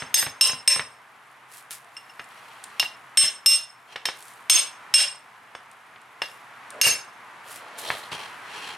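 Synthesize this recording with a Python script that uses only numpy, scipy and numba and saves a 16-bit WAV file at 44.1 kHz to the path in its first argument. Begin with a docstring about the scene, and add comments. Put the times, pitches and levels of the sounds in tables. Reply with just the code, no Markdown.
"""In a workshop, a steel hammer taps a hand-held brass punch against an aluminium compressor housing.
Each impact excites the housing's dense, damped modes (a clack) and the punch's sparse ones (a ring);
a steel pulley rings with the early blows. The housing knocks on the bench, sleeves rustle, the grip ticks,
the punch scrapes and at last the housing is shoved along, all over a soft rush of air and a low hum.
A fast limiter flattens the hard blows, so the room swells up behind them as it lets go."""
import sys
import numpy as np
from scipy import signal
from scipy.fft import rfft, irfft, next_fast_len
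from scipy.io import wavfile
from scipy.ndimage import minimum_filter1d
from numba import njit

SR = 44100
rng = np.random.default_rng(int(sys.argv[2]) if len(sys.argv) > 2 else 0)


def wrap_up_sound(samples):
    """Save the sound to the file named by the first command line argument, as 16-bit audio."""
    columns = np.atleast_2d(samples).T
    # keep every value between -1 and 1, then stretch to whole-number steps
    tamed = np.clip(columns, -1, 1)
    steps = np.round(tamed * 32767).astype(np.int16)
    wavfile.write(sys.argv[1], SR, steps)


N = 386757
TIME = np.arange(N) / SR
AGE = TIME[:SR // 2]  # seconds since an impact


def from_db(db):
    """Amplitude ratio: a factor of ten per 20 dB."""
    return 10 ** (np.asarray(db) / 20)


def rms_one(x):
    """Normalisation to unit mean power."""
    return x / np.sqrt(np.mean(x ** 2) + 1e-20)


def at_hz(points, hz):
    """Interpolation of (frequency_hz, value) points on a logarithmic frequency axis."""
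    known_hz, values = np.transpose(points)
    return np.interp(np.log(hz + 1e-6), np.log(known_hz), values)


def noise(spectrum, size):
    """Random phases under a given magnitude spectrum make steady noise; rms 1."""
    hz = np.arange(size // 2 + 1) * SR / size
    phasors = np.exp(2j * np.pi * rng.random(len(hz)))
    return rms_one(irfft(from_db(at_hz(spectrum, hz)) * phasors, size))


# Stereo width of diffuse sound, side re mid: frequency_hz, side_db
DIFFUSE_WIDTH = [(100, -36), (250, -22.5), (500, -15.5), (1000, -11), (2500, -7.5), (8000, -10.5),
                 (15000, -20.5)]

def diffuse(spectrum, size):
    """Diffuse field: noise from all round is alike in both channels in the bass, less so in the treble."""
    length = next_fast_len(size, True)
    hz = np.arange(length // 2 + 1) * SR / length
    side = irfft(rfft(noise(spectrum, length)) * from_db(at_hz(DIFFUSE_WIDTH, hz)), length)
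    return (noise(spectrum, length) + side * np.array([[1], [-1]]))[:, :size]


def flutter(per_s, size=N):
    """Random modulation: straight lines between standard normal values."""
    knots = np.arange(0, size / SR + 1, 1 / per_s)
    return np.interp(TIME[:size], knots, rng.standard_normal(len(knots)))


def fade(t60):
    """Exponential damping: the amplitude falls 60 dB in t60 seconds."""
    return np.exp(-np.log(1000) * AGE / max(t60, 1e-4))


def ring(modes):
    """Free vibration: one damped sine for each (pitch_hz, level_db, t60_s) row."""
    return sum(from_db(db) * fade(t60) * np.sin(2 * np.pi * hz * AGE) * rng.choice([-1, 1])
               for hz, db, t60 in modes)


def soft_contact(hz, bright_hz):
    """A contact of finite duration is a low-pass filter: it excites little above bright_hz."""
    return 1 / np.sqrt(1 + (hz / bright_hz) ** 4)


def burst(spectrum, bright_hz, t60):
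    """Modal overlap: countless modes struck at once merge into dying noise, starting near rms 1."""
    hz = np.arange(len(AGE) // 2 + 1) * SR / len(AGE)
    phases = np.angle(rfft(rng.standard_normal(len(AGE)) * fade(t60)))
    magnitudes = from_db(at_hz(spectrum, hz)) * soft_contact(hz, bright_hz)
    dying = irfft(magnitudes * np.exp(1j * phases), len(AGE)) * fade(10 * t60)
    return rms_one(dying) * np.sqrt(np.mean(fade(t60) ** 2))


def resonate(x, hz, width_hz):
    """Forced response of one resonance, with unit gain at its peak."""
    return signal.lfilter(*signal.iirpeak(hz, hz / width_hz, fs=SR), x)


def strokes(rows):
    """Incoherent sounds add in power: the joint gain of strokes that swell, hold and die away."""
    power = np.zeros(N)
    for start_s, rise_s, hold_s, release_t60, db in rows:
        swell = np.clip((TIME - start_s) / max(rise_s, 1e-3), 0, 1) ** 2
        let_go = np.clip((TIME - start_s - rise_s - hold_s) / max(release_t60, 1e-3), 0, 2)
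        power += (swell * from_db(db - 60 * let_go)) ** 2
    return np.sqrt(power)


def add(track, start_s, sound):
    """Superposition of a sound on the track; one that starts before zero leaves only its tail."""
    start = round(start_s * SR)
    sound, start = sound[..., max(-start, 0):], max(start, 0)
    track[..., start:start + sound.shape[-1]] += sound[..., :N - start]


# Reverberation time of the workshop: frequency_hz, t60_s
REVERB_TIMES = [(100, 0.36), (500, 0.38), (2000, 0.29), (5000, 0.27), (9000, 0.27), (15000, 0.16)]

def room(x, first_echo_s=0.0091, build_s=0.00067):
    """Reverberation: dense echoes build up fast and die sooner in the treble; new ones at each call."""
    spectrum = rfft(diffuse([(20, 0), (20000, 0)], len(AGE)))
    hz = np.arange(spectrum.shape[1]) * SR / len(AGE)
    centres_hz = np.array(REVERB_TIMES)[:, 0]
    echoes = 0
    for (_, t60), weights in zip(REVERB_TIMES, np.eye(len(centres_hz))):
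        band = irfft(spectrum * at_hz(np.c_[centres_hz, weights], hz), len(AGE))
        echoes = echoes + band * fade(t60)
    onset = 1 - np.exp(-np.maximum(AGE - first_echo_s, 0) / build_s)
    response = rms_one(echoes * onset) / np.sqrt(len(AGE))
    return signal.fftconvolve(x[None], response, axes=1)[:, :len(x)]


def lingering(hz, t60, waver_db=5.5, waver_rad=1.3, spread_rad=0.55):
    """Interference: the echoes of a pure ring pile up, waver and die with the room."""
    room_t60 = at_hz(REVERB_TIMES, hz)
    t60 = min(t60, room_t60 / 2)
    piled = np.sqrt(np.abs(fade(room_t60) ** 2 - fade(t60) ** 2) * t60 / (room_t60 - t60))
    swell, drift, apart = (flutter(per_s, len(AGE)) for per_s in (90, 45, 40))
    phase = 2 * np.pi * hz * AGE + waver_rad * drift + spread_rad * apart * np.array([[1], [-1]])
    return piled * from_db(waver_db * swell) * np.cos(phase)


# Spectrum of the struck housing: frequency_hz, level_db
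CLACK_SPECTRUM = [(60, -46), (300, -23), (600, -9), (1200, -8.5), (1900, -0.5), (3500, 5.5), (4400, -1),
                  (5200, 4), (6900, -4.5), (9300, 4.5), (10600, -5), (12800, -1.5), (13400, -34),
                  (16000, -32)]
# Weaker modes of punch and hammer head, re the clack: pitch_hz, level_db, t60_s
WEAK_MODES = [(2768, -18, .06), (5130, -22, .025), (7580, -17, .015), (8475, -18, .05), (8570, -15, .05),
              (9720, -17, .02), (11730, -29, .035), (12270, -24, .045)]
# Modes of the bench top: pitch_hz, level_db, t60_s
BENCH_TOP_MODES = [(78, -34.5, .15), (134.7, -2.5, 0.047), (200, -30, 0.056), (263, -15, 0.19)]

def housing_clack(blow_db, clack_t60=0.027, contact_s=0.00095, thump_db=-43.5):
    """Impact excitation of housing, tools and bench: a harder blow is shorter in contact, so brighter."""
    bright_hz = 10000 * 2 ** ((blow_db - 8.5) / 19)  # an octave higher per 19 dB
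    weak = [(hz, db + 20 * np.log10(soft_contact(hz, bright_hz)), t60) for hz, db, t60 in WEAK_MODES]
    contact = (1 - np.exp(-AGE / contact_s)) ** 2  # the force swells as the face flattens on the brass
    housing = burst(CLACK_SPECTRUM, bright_hz, clack_t60)
    return (housing + ring(weak) + from_db(thump_db) * ring(BENCH_TOP_MODES)) * contact


def gripped_mode(hz, t60, after_t60, after_db=-39, bloom_s=0.0022, detune=0.00032, room_db=-12.0):
    """Damping: the grip shortens and slightly detunes a mode; a faint ring escapes, and echoes linger."""
    hz = hz * (1 + detune * rng.normal())
    dying = fade(t60) + from_db(after_db) * fade(after_t60)
    direct = (1 - np.exp(-AGE / bloom_s)) * dying * np.sin(2 * np.pi * hz * AGE)
    return direct + from_db(room_db) * lingering(hz, t60)


# Bending modes of the punch: pitch_hz, level_db, t60_ratio (re grip_t60_s)
PUNCH_BENDING = [(2792, -10, 1.42), (5322, 0, 1.23), (8512, -5, 1.15)]
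# The punch's lengthwise mode, then the hammer head's ping: pitch_hz, t60_ratio
LENGTHWISE_AND_HEAD = [(6371, 1.34), (12702, 0.6)]
# Blows on the punch, with mode levels re the clack:
# start_s, level_db, grip_t60_s, bending_db, tilt_db_per_octave, lengthwise_db, head_db
HAMMER_BLOWS = [ (-0.135, 8, 0.067, -6, 6, -6, -12), (0.1418, 5.5, 0.055, -3.5, 11, -0.5, 2),
                (0.41, 7.5, .085, -.5, 0.5, -15, -11), (0.6756, 6, 0.078, 0.5, 8, -15.5, -15.5),
                (1.966, -36, 0.052, 6.5, -7, -26, -18), (2.095, -46, 0.036, 4.5, -14, -14, -18),
                (2.195, -41, 0.03, 3, -13, -6, -22), (2.7962, -8.5, 0.048, -2.5, -13, -31.5, -8),
                (3.1721, 9.5, 0.14, -4, 8, -21.5, -23), (3.4599, 9.5, 0.16, 1, 3.5, -20.5, -10),
                (3.9594, -25.5, 0.054, -20, -8, -36, -31), (4.0538, -11.5, 0.12, -12, -6.5, -34, -22),
                (4.497, 15, 0.11, -8, 8.5, -8.5, -16), (4.9391, 11, 0.13, 0, 0.5, -20.5, -20.5),
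                (5.55, -31, .12, -23, 12, -25, -40), (6.218, -19.5, 0.031, 0, -13, -26, -22),
                (6.8132, 16, 0.062, -6.5, -2.5, -5.5, -7.5)]

def hammer_blows(room_db=-8.0, after_t60=0.35):
    """Modal superposition: each blow is a clack and a ring; where the face lands sets the modes' mix."""
    out = np.zeros((2, N))
    middle_hz = PUNCH_BENDING[1][0]
    for start_s, db, grip_t60, bending_db, tilt_db, *single_db in HAMMER_BLOWS:
        clack = housing_clack(db)
        # arms and hammer move between blows, so each has echoes of its own
        blow = clack + from_db(room_db) * room(clack)
        modes = [(hz, mode_db + bending_db + tilt_db * np.log2(hz / middle_hz), ratio)
                 for hz, mode_db, ratio in PUNCH_BENDING]
        modes += [(hz, mode_db, ratio) for (hz, ratio), mode_db in zip(LENGTHWISE_AND_HEAD, single_db)]
        for hz, mode_db, ratio in modes:
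            blow += from_db(mode_db) * gripped_mode(hz, grip_t60 * ratio, after_t60 * ratio)
        add(out, start_s, from_db(db) * blow)
    return out


# Level of the workshop air: time_s, level_db
AIR_LEVELS = [(0.0, -44), (0.39, -47), (1.05, -51.5), (2.02, -50), (2.69, -46.5), (3.37, -49.5),
              (3.69, -53), (4.57, -47), (4.96, -45.5), (5.2, -50), (6.1, -50), (6.81, -43.5), (7.11, -46.5),
              (8.57, -41), (8.77, -43)]
# Spectrum of the air: frequency_hz, level_db
AIR_SPECTRUM = [(15, -85.5), (25, -63), (120, -10), (157, -15), (236, -11.5), (309, -13.5), (476, -9.5),
                (545, -11.5), (677, -4), (1020, 1), (1130, 0.5), (2000, -4), (5000, -24), (11000, -30),
                (16000, -50.5)]

def workshop_air(hum_hz=128.5, hum_db=-73.5):
    """Ambient noise: a diffuse mid-range rush and a faint, low pure tone."""
    rush = from_db(np.interp(TIME, *np.transpose(AIR_LEVELS))) * diffuse(AIR_SPECTRUM, N)
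    return rush + from_db(hum_db) * np.sin(2 * np.pi * hum_hz * TIME)


# Spectrum of the housing hitting the bench: frequency_hz, level_db
KNOCK_SPECTRUM = [(80, -20), (250, -19), (450, -2), (620, -1.5), (850, 0.5), (1300, -0.5), (1800, 3.5),
                  (3300, -3), (4500, -7), (7000, -25), (15000, -23)]
# Knocks on the bench: start_s, level_db, bright_hz, thump_db (re the knock)
BENCH_KNOCKS = [(0.0214, -19, 4000, -11.5), (0.2262, -13.5, 4620, -21), (0.265, -15, 3490, -13),
                (0.4957, -17.5, 3120, -19), (0.5318, -25, 3470, -6.5), (0.761, -18.5, 2470, -15),
                (0.7948, -12, 4700, -20), (2.1947, -21.5, 3370, -23), (2.828, -16, 3920, -24.5),
                (3.235, -36.5, 2000, 2.5), (3.51, -38, 2000, 3), (3.9585, -19, 2960, -29),
                (4.0548, -15, 4160, -41.5), (4.0866, -16, 4500, -52), (4.558, -53.5, 1980, -13),
                (5.55, -26, 1600, -23), (5.96, -32.5, 3000, -30), (6.2185, -14, 2800, -44),
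                (6.813, -10, 2060, -33), (6.8640, -9, 1375, -12), (7.9022, -10, 3400, -26),
                (8.1190, -25, 5000, -6)]

def housing_knocks(crack_t60=0.0093, rattle_t60=0.077, rattle_db=-13):
    """Impact on a plate: the housing drops back on its lugs with a crack and rattle; the bench booms."""
    out = np.zeros(N)
    onset = 1 - fade(0.0036)
    for start_s, db, bright_hz, thump_db in BENCH_KNOCKS:
        crack = burst(KNOCK_SPECTRUM, bright_hz, crack_t60)
        rattle = from_db(rattle_db) * burst(KNOCK_SPECTRUM, bright_hz, rattle_t60)
        thump = from_db(thump_db) * ring(BENCH_TOP_MODES)
        add(out, start_s, from_db(db) * (crack + rattle + thump) * onset)
    return out


# Rings of the pulley: start_s, level_db
PULLEY_RINGS = [(0.1412, -46), (0.4107, -24.5), (0.6758, -27)]

def pulley(pitch_hz=1033, t60=0.33):
    """Sympathetic vibration: the steel pulley sounds one clear note with the early blows."""
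    out = np.zeros(N)
    for start_s, db in PULLEY_RINGS:
        add(out, start_s, ring([(pitch_hz, db, t60)]))
    return out


# Spectrum of cloth sliding over cloth: frequency_hz, level_db
CLOTH_SPECTRUM = [(500, -13), (2000, -0.5), (4000, -2.5), (6500, -3), (10000, 2), (13000, -4.5),
                  (16000, -18)]
# Strokes of a sleeve: start_s, rise_s, hold_s, release_t60_s, level_db
SLEEVE_STROKES = [ (1.47, 0.061, 0.058, 0.21, -48.5), (1.70, 0.0097, 0.022, 0.22, -39),
                  (1.80, 0.14, 0.87, 2.0, -64.5), (4.08, 0.11, 0.1, .7, -53.5),
                  (6.20, 0.034, 0.041, 0.65, -53.5), (7.40, 0.12, .045, .2, -45),
                  (7.768, 0.019, 0.0059, 0.21, -37), (7.79, 0.033, .16, 0.39, -47.5),
                  (8.15, .08, .1, 1.5, -62)]

def sleeves(fibre_db=4.0, rest_db=-70):
    """Friction noise: cloth fibres slip in fine grains, and the sleeves are never quite still."""
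    movement = np.hypot(strokes(SLEEVE_STROKES), from_db(rest_db))
    return movement * diffuse(CLOTH_SPECTRUM, N) * from_db(fibre_db * flutter(per_s=850))


# Spectrum of a dry tick: frequency_hz, level_db
TICK_SPECTRUM = [(1000, -59.5), (3500, 11), (6000, 4.5), (9000, 17), (12000, -0.5), (16000, -16.5)]
# The clearest ticks of handling: start_s, level_db
CLEAR_TICKS = [(2.2422, -45.5), (2.6398, -30.5), (4.2255, -39.5), (5.714, -46), (6.015, -51.5),
               (6.7045, -34.5)]
# The hand settles its grip on the punch: start_s, end_s
GRIP_SHIFTS = [(1.82, 2.34), (4.15, 4.45)]

def handling_ticks(t60=0.024, faint_per_s=18, faint_db=-50.5, spread_db=6.5):
    """Brief transients are broadband: a few clear snaps, and faint random ones while the grip shifts."""
    clear = np.zeros(N)
    for start_s, db in CLEAR_TICKS:
        add(clear, start_s, from_db(db) * burst(TICK_SPECTRUM, np.inf, t60))
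    gripping = sum((TIME > start_s) & (TIME < end_s) for start_s, end_s in GRIP_SHIFTS)
    snapping = rng.random(N) < gripping * faint_per_s / SR
    impulses = snapping * from_db(faint_db + spread_db * rng.standard_normal(N))
    return clear + signal.fftconvolve(impulses, burst(TICK_SPECTRUM, np.inf, t60))[:N]


# Spectrum of the rubbing noise: frequency_hz, level_db
RUB_SPECTRUM = [(50, -30.5), (135, -10), (290, -13.5), (450, -0.5), (690, -25), (830, 4.5), (1300, -7.5),
                (1600, -6), (2900, -10.5), (4200, -11.5), (4700, -11), (6500, -16.5), (10000, -16),
                (15000, -35)]
# Metallic resonances that colour it: pitch_hz, width_hz, gain_db
RUB_RESONANCES = [(3196, 34, 13), (4110, 93, 8), (5630, 54, 7.5)]
# Spectrum of the low scuff: frequency_hz, level_db
SCUFF_SPECTRUM = [(60, -40), (140, -12.5), (270, -3.5), (400, 1.5), (640, 11.5), (1000, -9), (3000, -24.5),
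                  (15000, -64)]
# A faint rasping hiss, a brief scrape of the punch, then the housing shoved over the bench:
# start_s, rise_s, hold_s, release_t60_s, rub_db, scuff_db, rasp_hz
RUBS_AND_SCRAPES = [ (2.272, 0.038, 0.53, .4, -54.5, -70, 2780),
                    (3.848, 0.078, 0.013, 0.066, -47, -64, 2830), (6.699, 0.08, .02, .1, -71, -42, 2900),
                    (7.407, 0.057, 0.29, .6, -54.5, -55.5, 2980), (7.735, .12, 0.075, 0.62, -36, -44, 3570),
                    (8.11, 0.0071, 0.044, 0.65, -35, -54, 2850), (8.406, .13, 0.17, 0.48, -38.5, -73, 2800)]

def rubs_and_scrapes(catch_db=3.0, lurch_db=1.5, rasp_db=9, rasp_width_hz=700):
    """Stick-slip modulation: noise that catches and lets go drives resonances above a low scuff."""
    catch = from_db(catch_db * flutter(per_s=250) + lurch_db * flutter(per_s=49))
    friction = diffuse(RUB_SPECTRUM, N) * catch
    ringing = sum(from_db(db) * resonate(friction, hz, width) for hz, width, db in RUB_RESONANCES)
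    scuff = noise(SCUFF_SPECTRUM, next_fast_len(N, True))[:N] * catch
    out = 0
    for *timing, rub_db, scuff_db, rasp_hz in RUBS_AND_SCRAPES:
        rasp = from_db(rasp_db) * resonate(friction, rasp_hz, rasp_width_hz)
        rub = rms_one(friction + ringing + rasp)
        out = out + strokes([(*timing, 0)]) * (from_db(rub_db) * rub + from_db(scuff_db) * scuff)
    return out


def scene(room_db=-12.5):
    """Direct and reverberant sound add: blows, knocks and handling close by, the workshop around them."""
    small_sounds = housing_knocks() + handling_ticks() + pulley()
    impacts = hammer_blows() + small_sounds + from_db(room_db) * room(small_sounds)
    return impacts + sleeves() + rubs_and_scrapes() + workshop_air()


@njit
def gain_reduction(over_db, attack, release):
    """Envelope following: the reduction in dB jumps up with the overshoot and sinks back slowly."""
    out, held = np.zeros(len(over_db)), 0.0
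    for i in range(len(over_db)):
        held += (over_db[i] - held) * (attack if over_db[i] > held else release)
        out[i] = held
    return out


def record(dry, limit_db=-3.0, attack_s=0.0001, release_s=0.018, ceiling=0.93, band_hz=(58, 16100)):
    """Peak limiting with a millisecond of look-ahead, then soft saturation and band limiting."""
    peak = -minimum_filter1d(-np.abs(dry).max(axis=0), size=SR // 500)
    over_db = np.maximum(20 * np.log10(peak + 1e-9) - limit_db, 0)
    attack, release = (1 - np.exp(-1 / (s * SR)) for s in (attack_s, release_s))
    limited = dry * from_db(-gain_reduction(over_db, attack, release))
    rounded = ceiling * np.tanh(limited / ceiling)
    high_pass = signal.butter(4, band_hz[0], "high", fs=SR, output="sos")
    low_pass = signal.ellip(10, .1, 80, band_hz[1], fs=SR, output="sos")
    return signal.sosfilt(low_pass, signal.sosfilt(high_pass, rounded))


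dry = scene()
out = record(dry)
wrap_up_sound(out)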